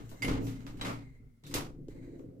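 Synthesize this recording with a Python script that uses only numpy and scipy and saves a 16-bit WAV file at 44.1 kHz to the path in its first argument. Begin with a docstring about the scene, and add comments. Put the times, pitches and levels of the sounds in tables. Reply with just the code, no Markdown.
"""Inside an old lift cabin: the door drive, then the hoist motor, rumble unevenly: bumps over a grind
excite wall panel resonances, above a deep filtered-noise shaking of the cabin.
Latches and door leaves clack and rattle as decaying noise, striking modes of a faintly ringing steel rail;
dull knocks and relay thumps push low modes; parts rub and squeak as filtered noise.
A hand-held recorder with two spaced, unequal ports hears it over a faint hiss."""
import sys
import numpy as np
from scipy import signal
from scipy.fft import rfft, irfft
from scipy.io import wavfile
from scipy.ndimage import uniform_filter1d

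SR = 44100
rng = np.random.default_rng(int(sys.argv[2]) if len(sys.argv) > 2 else 0)


def linear_from_db(decibels):
    """Turn decibels (scalar or array-like) into linear amplitude factors; 0 gives 1."""
    return 10 ** (np.asarray(decibels, float) / 20)


def store_wav(level_fs):
    """Save 16-bit WAV to argv[1]."""
    pcm = np.round(np.clip(np.atleast_2d(level_fs), -1, 1) * 32767)
    wavfile.write(sys.argv[1], SR, pcm.T.astype(np.int16))


N = 105840
T = np.arange(N) / SR


def unit(x):
    """Scale to rms 1."""
    return x / np.sqrt(np.mean(x ** 2) + 1e-30)


def colour(x, points, tilt_db_per_octave=0.):
    """Filter by (Hz, dB) points and a tilt about 2 kHz."""
    points = np.array(points, float)
    f_hz = np.maximum(np.fft.rfftfreq(x.shape[-1], 1 / SR), 1)
    gain_db = np.interp(np.log(f_hz), np.log(np.maximum(points[:, 0], 1)), points[:, 1])
    gain_db = gain_db + tilt_db_per_octave * np.log2(f_hz / 2000)
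    return irfft(rfft(x) * linear_from_db(gain_db), x.shape[-1])


def curve(table, column):
    """One column over time, interpolated."""
    rows = np.array(table)
    return np.interp(T, rows[:, 0], rows[:, column])


def walk(rate_hz):
    """Slow random wander of rms 1."""
    k = int(SR / rate_hz)
    steps = np.repeat(rng.standard_normal(N // k + 1), k)
    return unit(uniform_filter1d(steps, k)[:N])


PORT_LAG_S, APART_HZ = 0.0003926, 704
BASS_ALIKE, DIRECT = 0.96, 0.11  # shared power, 0-1: in the bass, higher up


def field(size=N, direct=DIRECT):
    """Noise at two ports: alike in the bass, higher up a direct part late at left plus unrelated reflections."""
    f_hz = np.fft.rfftfreq(size, 1 / SR)
    shared, left, right = rfft(rng.standard_normal((3, size)))
    alike = np.clip(direct + (BASS_ALIKE - direct) / (1 + (f_hz / APART_HZ) ** 2), 0, 1)
    late = np.exp(-2j * np.pi * f_hz * PORT_LAG_S)
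    arrivals = shared * np.array([late, np.ones_like(late)])
    reflections = np.array([left, right])
    return irfft(np.sqrt(alike) * arrivals + np.sqrt(1 - alike) * reflections, size)


def ring(x, hz, width_hz):
    """Resonance with gain 1 at the centre."""
    return signal.lfilter(*signal.iirpeak(hz, hz / width_hz, SR), x)


def strike(x, modes):
    """Decaying sines excited by x; neighbouring modes swing in opposite senses."""
    out = 0
    for k, (hz, level_db, t60_s) in enumerate(modes):
        pole = np.exp(2j * np.pi * hz / SR - np.log(1000) / (t60_s * SR))
        out = out + (-1) ** k * linear_from_db(level_db) * signal.lfilter([1], [1, -pole], x).imag
    return out


WAVER, WAVER_RATE_HZ = .009, 9  # rms share of the centre frequency


def hum(x, hz, half_width_hz):
    """Steep resonance of two stages, the second half as wide; its centre may move and wavers."""
    turn = np.exp(2j * np.pi * np.cumsum(hz * (1 + WAVER * walk(WAVER_RATE_HZ))) / SR)
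    x = x / turn  # shift the centre to 0 Hz
    for w in (half_width_hz, half_width_hz / 2):
        pole = np.exp(-2 * np.pi * w / SR)
        x = signal.lfilter([1 - pole], [1, -pole], x)
    return 2 * (x * turn).real


STEADY, STEADY_S = .75, .061  # share of each swell removed in dB, averaging window


def steady(x):
    """Even out the swells of a resonant hum, rms 1."""
    power = uniform_filter1d(np.mean(x ** 2, axis=0), int(STEADY_S * SR)) + 1e-30
    return unit(x / power ** (STEADY / 2))


DRIVE_EVENTS, BUMP_S = 200, .0022


def machine(levels, panels, bump_rate_hz, jitter, scatter_db, bump_over_grind_db):
    """One bump per turn over a steady grind shakes groups of panel resonances."""
    chance = rng.standard_normal((DRIVE_EVENTS, 2))
    at_s = np.cumsum((1 + jitter * chance[:, 0]) / bump_rate_hz)
    inside = at_s < N / SR
    bumps = np.zeros(N)
    bumps[(at_s[inside] * SR).astype(int)] = linear_from_db(scatter_db * chance[inside, 1])
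    pulse = np.hanning(int(BUMP_S * SR)) * 2 / (BUMP_S * SR)
    push = field() + linear_from_db(bump_over_grind_db) * np.convolve(unit(bumps), pulse, "same")
    out = 0
    for column, group in enumerate(panels, start=1):
        panel_hum = sum(linear_from_db(db) * hum(push, hz, width) for hz, width, db in group)
        out = out + linear_from_db(curve(levels, column)) * steady(panel_hum)
    running = 1. * ((T >= levels[0][0]) & (T <= levels[-1][0]))
    return uniform_filter1d(running, size=441, mode="nearest") * out


# door drive level: time_s, low_db, middle_db, upper_db
DOOR_LEVELS = [(0.0, -49, -39.5, -54), (0.068, -46.5, -61, -63), (0.148, -56, -52.5, -56.5),
               (0.184, -61.5, -63.5, -74), (0.252, -38.5, -35.5, -40.5), (0.292, -36.5, -35, -40.5),
               (0.404, -40, -37, -43), (0.456, -36, -37.5, -45), (0.58, -49, -47, -60),
               (0.798, -50, -48.5, -57.5), (0.878, -43, -39, -44), (1.002, -47.5, -49, -58.5),
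               (1.126, -55.5, -63.5, -73), (1.142, -58, -73.5, -68), (1.186, -66, -63.5, -75),
               (1.218, -55, -59.5, -69), (1.266, -56, -63.5, -70), (1.306, -63.5, -66, -78),
               (1.426, -69, -72.5, -83), (1.44, -64, -60, -61)]
# wall panel resonances, groups low, middle, upper: centre_hz, half_width_hz, relative_db
DOOR_PANELS = [
    [(116.04, 8.9, 3.5), (146.3, 9, -3.5)],
    [(182.4, 7.6, -4), (238.6, 14, -7), (260.7, 13, -2.5)],
    [(333, 26.4, 3), (388, 8.7, 3), (451, 22.3, -1.5), (482, 43, -4), (534, 178, -8.5)],
]
# middle hum sliding as the door moves: time_s, centre_hz
DOOR_SLIDE = [(0, 277), (.15, 266), (.3, 294), (.45, 279), (.6, 254), (.67, 266), (.72, 291), (.86, 286.6),
              (1.0, 278.4), (1.2, 244)]
SLIDE_HALF_WIDTH_HZ, SLIDE_RELATIVE_DB = 22, -1


def door_drive():
    """Door machinery bumps and grinds against the wall panels; one middle resonance slides with the door."""
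    low, middle, upper = DOOR_PANELS
    slide = (curve(DOOR_SLIDE, column=1), SLIDE_HALF_WIDTH_HZ, SLIDE_RELATIVE_DB)
    return machine(DOOR_LEVELS, [low, middle + [slide], upper],
                   bump_rate_hz=28.5, jitter=0.04, scatter_db=2, bump_over_grind_db=-1.5)


# hoist motor level: time_s, low_db, upper_db
MOTOR_LEVELS = [(1.43, -83, -68), (1.45, -47.5, -58.5), (1.542, -51.5, -43), (1.566, -42, -38.5),
                (1.742, -56.5, -55.5), (1.824, -47.5, -50.5), (1.862, -53, -57.5), (1.91, -55, -53.5),
                (2.004, -50.5, -49.5), (2.224, -57.5, -47), (2.274, -48.5, -50.5), (2.35, -57.5, -54.5),
                (2.4, -52, -52.5)]
# resonances under the motor, groups low, upper: centre_hz, half_width_hz, relative_db
MOTOR_PANELS = [
    [(111.8, 8.6, 3.5), (143.3, 8.4, 0.43), (180, 4.8, 2.5)],
    [(240, 5.5, -14), (269.3, 19, -6), (290, 29, 1), (328.4, 37.6, -1), (382, 21, -10), (427.6, 20, -5.5),
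     (497, 52, -8.5), (627, 39, -18)],
]


def hoist_motor():
    """Motor turns bump the panels more strongly than its grind, at a nearly even rate."""
    return machine(MOTOR_LEVELS, MOTOR_PANELS,
                   bump_rate_hz=24.1, jitter=.012, scatter_db=3, bump_over_grind_db=4)


# deep shaking of the cabin: time_s, level_db
SHAKE_LEVELS = [(0.0, -50), (0.09, -57), (0.13, -54.5), (0.19, -63), (0.31, -33.5), (0.35, -39.5),
                (0.65, -52.5), (0.71, -46), (1.21, -57.5), (1.23, -52.5), (1.42, -72.5), (1.58, -39),
                (1.61, -49.5), (1.88, -52.5), (1.9, -50.5), (2.29, -59.5), (2.35, -70.5), (2.4, -69.5)]
# shaking spectrum: frequency_hz, relative_db
SHAKE_COLOUR = [(8.8, 6), (15, 4.5), (43, 4.5), (59, 3.5), (81, -15), (95, -16), (120, -39.5), (210, -120)]
SHAKE_APART_DB = -11  # unrelated noise added per port, re the field


def shake():
    """Deep shaking, a little of it different at each port."""
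    noise = field() + linear_from_db(SHAKE_APART_DB) * rng.standard_normal((2, N))
    return linear_from_db(curve(SHAKE_LEVELS, column=1)) * steady(colour(noise, SHAKE_COLOUR))


# clacks: start_s, level_db, mid_t60_s, tilt_db_per_octave, ring_relative_db, tick_relative_db,
# ringing_part, left_minus_right_db
CLACKS = [(0, -57.5, 0.5, -2.5, -4, 1, "rail", 0), (0.092, -58.5, 0.61, 4.5, -23, 2, "latch", 3),
          (.115, -48, 0.48, -10, -16, 4, "latch", 1.5), (.221, -40.5, 0.47, 1, 11, -9, "rail", -3.5),
          (.228, -46.5, 0.7, -2, 15, -3, "rail", -4), (.246, -42.5, 0.35, 0, 14.5, -8, "rail", 3),
          (.281, -37.5, 0.71, -3, 0.5, 0, "rail", -0.5), (.468, -51, 0.95, 0, -23, 6, "latch", -0.5),
          (0.606, -61.5, 0.43, -2.5, -28, 9.5, "latch", -4), (.666, -50, 0.44, -1.5, -20, 7, "latch", -0.5),
          (0.77, -63, 0.84, 0, -12, -11, "latch", -6.5), (.795, -50.5, 0.18, -5.5, -13, -4.5, "latch", 3),
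          (0.812, -43, 0.85, -2, 13, 8, "latch", 0), (.848, -38, 0.48, -3, -2, -5.5, "rail", -0.5),
          (.866, -48, 0.73, 1, -8.5, -2.5, "latch", -2.5), (1.437, -60, 0.83, 0, -2.5, 6.5, "latch", -1.5),
          (1.466, -55.5, 1, 4, -19, 7, "latch", -0.5), (1.51, -53, 0.72, 0, -20.5, -3, "latch", -0.5),
          (1.54, -31, 0.39, 3.5, -13, 2.5, "latch", -1.5), (1.565, -37.5, 0.4, -4.5, -33, -10, "latch", 0),
          (1.884, -69.5, 0.7, 3, -10, 16.5, "latch", -2), (2.195, -70, 0.52, -6.5, -8, 12.5, "latch", 3.5)]
# clack spectrum: frequency_hz, relative_db
CLACK_COLOUR = [(210, -69), (350, -17.5), (664, -8), (1260, -4), (1630, -8.5), (2100, -7), (2350, -8),
                (6970, -14), (9590, -19.5), (15000, -21.5), (16000, -71.5)]
# modes of each steel part: frequency_hz, relative_db, t60_s
PARTS = {"rail": [(2053, 2, 0.17), (2096, 3.5, .18), (2204, 5, .06), (2800, -0.5, 0.042), (3040, -6, 0.062),
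         (4740, -4.5, .05), (6901, -14.5, .15), (7510, -11.5, 0.14), (10290, -17, 0.19)],
         "latch": [(940, 5, 0.084), (1203, -4.5, .05), (2095, -2.5, 0.089), (3060, -2, 0.11),
         (3901, 8.5, 0.15), (4683, -8.5, 0.046), (7840, -5, .03)]}
RISE_S, TICK_S, TICK_TOP_HZ = 0.0017, 0.0012, 9000
BASS_HZ, BASS_STAY, TREBLE_FADE = 1285, 1.38, 0.56  # t60 factors
DROP_DB_PER_S2 = 292.5  # tails fall ever faster
RATTLE_DB, RATTLE_RATE_HZ = 1, 150
BLOW_DB, SCUFF_DB, SCUFF_DECAY_S, SCUFF_DIRECT = -12, -8.5, 0.0055, 0.23


def ring_drive(size):
    """A clean blow at each port's arrival and the scuff after it set the steel ringing."""
    arrival = [[round(PORT_LAG_S * SR)], [0]]
    blow = linear_from_db(BLOW_DB) * (np.arange(size) == arrival)
    fade = np.exp(-np.arange(size) / SR / SCUFF_DECAY_S) / np.sqrt(SCUFF_DECAY_S * SR)
    return blow + linear_from_db(SCUFF_DB) * field(size, SCUFF_DIRECT) * fade


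def clacks():
    """Each clack: a tick, a rattling decay whose treble fades first and bass last, and a ringing steel part."""
    size = 32768
    out = np.zeros((2, N + SR))
    t = np.arange(size) / SR
    rattle = np.resize(linear_from_db(RATTLE_DB * walk(RATTLE_RATE_HZ)), N + SR)
    for start_s, level_db, t60_s, tilt, ring_db, tick_db, part, pan_db in CLACKS:
        i = int(start_s * SR)
        noise = unit(colour(field(size), CLACK_COLOUR, tilt))
        dull = signal.lfilter(*signal.butter(1, 4000, fs=SR), noise)
        bass = signal.lfilter(*signal.butter(2, BASS_HZ, fs=SR), dull)
        bands = ((bass, BASS_STAY), (dull - bass, 1), (noise - dull, TREBLE_FADE))
        body = sum(band * linear_from_db(-60 * t / (t60_s * stay)) for band, stay in bands)
        body = body * linear_from_db(-DROP_DB_PER_S2 * t ** 2)
        body = body * np.minimum(t / RISE_S, 1) * rattle[i:i + size]
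        tick = signal.lfilter(*signal.butter(2, TICK_TOP_HZ, fs=SR), noise)
        tick = linear_from_db(tick_db) * tick * np.exp(-t / TICK_S)
        steel = linear_from_db(ring_db) * strike(ring_drive(size), PARTS[part])
        port_db = level_db + np.array([[pan_db], [-pan_db]]) / 2
        out[:, i:i + size] += linear_from_db(port_db) * (body + tick + steel)
    return out[:, :N]


def soft_pushes(rows, modes):
    """Smooth contact pulses excite low modes, alike at both ports."""
    push = np.zeros(N)
    for start_s, level_db, contact_s in rows:
        i, k = int(start_s * SR), int(contact_s * SR) + 2
        push[i:i + k] += linear_from_db(level_db) * np.hanning(k) * 2 / k
    return strike(push, modes)


# dull knocks on the panels: start_s, level_db, contact_s
KNOCKS = [(0.265, -35.5, 0.0059), (0.281, -23, 0.0037), (.307, -21.5, 0.0033), (1.548, -32.5, 0.0017)]
# panel modes: frequency_hz, relative_db, t60_s
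KNOCK_MODES = [(48.6, -4.5, .12), (124, -2.5, 0.064), (187, -7, 0.095), (294.5, -0.5, 0.072),
               (398, 1.5, 0.044), (487, 3, 0.036), (681, 4.5, 0.018)]


def knocks():
    """Soft contacts push the panels' low modes."""
    return soft_pushes(KNOCKS, KNOCK_MODES)


# relay box thumps: start_s, level_db, contact_s
THUMPS = [(1.883, -35.5, 0.0013), (2.197, -48, .0014)]
# relay box modes: frequency_hz, relative_db, t60_s
THUMP_MODES = [(290, 1.5, 0.048), (410, 0, 0.044), (512, -2, .025)]


def thumps():
    """Short contacts push the quickly damped modes of a relay box."""
    return soft_pushes(THUMPS, THUMP_MODES)


# rubbing between the knocks: time_s, level_db, tilt_db_per_octave, singing_db
RUB_LEVELS = [(0, -67, 5, -98), (.2, -61.5, 4.5, -69), (.4, -56, 1, -58), (.45, -62.5, 10.5, -91),
              (.56, -65, 4, -70), (.76, -68, 5.5, -80), (.9, -46, -9, -77), (1.04, -62, 0, -67.5),
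              (1.18, -73, 1.5, -73.5), (1.25, -84.5, -11, -81.5), (1.42, -113, -6, -90.5),
              (1.6, -97, -13.5, -101), (1.75, -108, 2, -102), (1.87, -100, -3, -87.5),
              (1.9, -62.5, 1.5, -89), (1.98, -62, 1, -74.5), (2.07, -61.5, 1, -82),
              (2.17, -67.5, 1.5, -88.5), (2.21, -73.5, 6.5, -97), (2.31, -78, -2.5, -100.5),
              (2.4, -102, -10, -108)]
# rubbing spectrum: frequency_hz, relative_db
RUB_COLOUR = [(470, -30), (800, 2.5), (1050, -4), (1400, 1), (1740, -3.5), (2070, 0.5), (2770, -6.5),
              (3600, -23.5), (3900, -8), (4400, -13.5), (5500, -15), (7000, -18.5), (14800, -29.5),
              (16000, -51.5)]
RUB_GRAIN_DB, RUB_GRAIN_RATE_HZ = 1.5, 60.4
SING_HZ, SING_WIDTH_HZ = 2100, 120  # width of the narrower stage


def rub():
    """Grainy friction whose colour tilts; it keeps the rail singing."""
    grain = linear_from_db(RUB_GRAIN_DB * walk(RUB_GRAIN_RATE_HZ))
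    noise = unit(colour(field(), RUB_COLOUR)) * grain
    level_db, tilt = curve(RUB_LEVELS, column=1), curve(RUB_LEVELS, column=2)
    friction = 0
    for hz in 500 * 2. ** np.arange(6):  # octave bands
        edges_hz = [hz / np.sqrt(2), min(hz * np.sqrt(2), 20000)]
        band = signal.sosfilt(signal.butter(2, edges_hz, "bandpass", fs=SR, output="sos"), noise)
        friction = friction + band * linear_from_db(level_db + tilt * np.log2(hz / 2000))
    sing = unit(ring(ring(field(), SING_HZ, SING_WIDTH_HZ), SING_HZ, 2 * SING_WIDTH_HZ))
    return friction + sing * linear_from_db(curve(RUB_LEVELS, column=3))


SQUEAK_HZ, SQUEAK_WIDTH_HZ, SQUEAK_DB = 3750, 450, -60  # width of the narrower stage
SQUEAK_START_S, SQUEAK_HOLD_END_S, SQUEAK_DECAY_S = 1.452, 1.485, 0.016


def squeak():
    """A short narrow noise band, held then decaying, before the door latches."""
    shape = (T >= SQUEAK_START_S) * np.exp(-np.maximum(T - SQUEAK_HOLD_END_S, 0) / SQUEAK_DECAY_S)
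    narrow = ring(ring(field(), SQUEAK_HZ, SQUEAK_WIDTH_HZ), SQUEAK_HZ, 2 * SQUEAK_WIDTH_HZ)
    return linear_from_db(SQUEAK_DB) * shape * unit(narrow)


def scene():
    """Everything in the cabin."""
    machines = door_drive() + hoist_motor() + shake()
    impacts = clacks() + knocks() + thumps()
    return machines + impacts + rub() + squeak()


def band_limit(x):
    """A steep low-pass at the top of the band."""
    return signal.sosfilt(signal.butter(12, 16800, fs=SR, output="sos"), x)


# port response difference: frequency_hz, left_minus_right_db
PORT_BALANCE = [(60, -1), (110, 1), (200, 4.5), (380, -1.5), (700, -0.5), (1290, 0.5), (2380, -0.5),
                (4400, 1), (8120, -1), (15000, 6.5)]
# hiss spectrum: frequency_hz, relative_db
HISS_COLOUR = [(350, -37.5), (600, -7), (1450, -0.5), (1640, -3.5), (2070, -2), (2370, -7.5),
               (16000, -11.5)]
HISS_DB = -82


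def record(dry):
    """Unequal ports colour the sound, with unrelated hiss in each channel."""
    half = np.array(PORT_BALANCE) * [1, .5]
    ports = np.array([colour(dry[0], half), colour(dry[1], half * [1, -1])])
    hiss = linear_from_db(HISS_DB) * unit(colour(rng.standard_normal(dry.shape), HISS_COLOUR))
    mix = ports + hiss
    return band_limit(mix)


dry = scene()
out = record(dry)
store_wav(out)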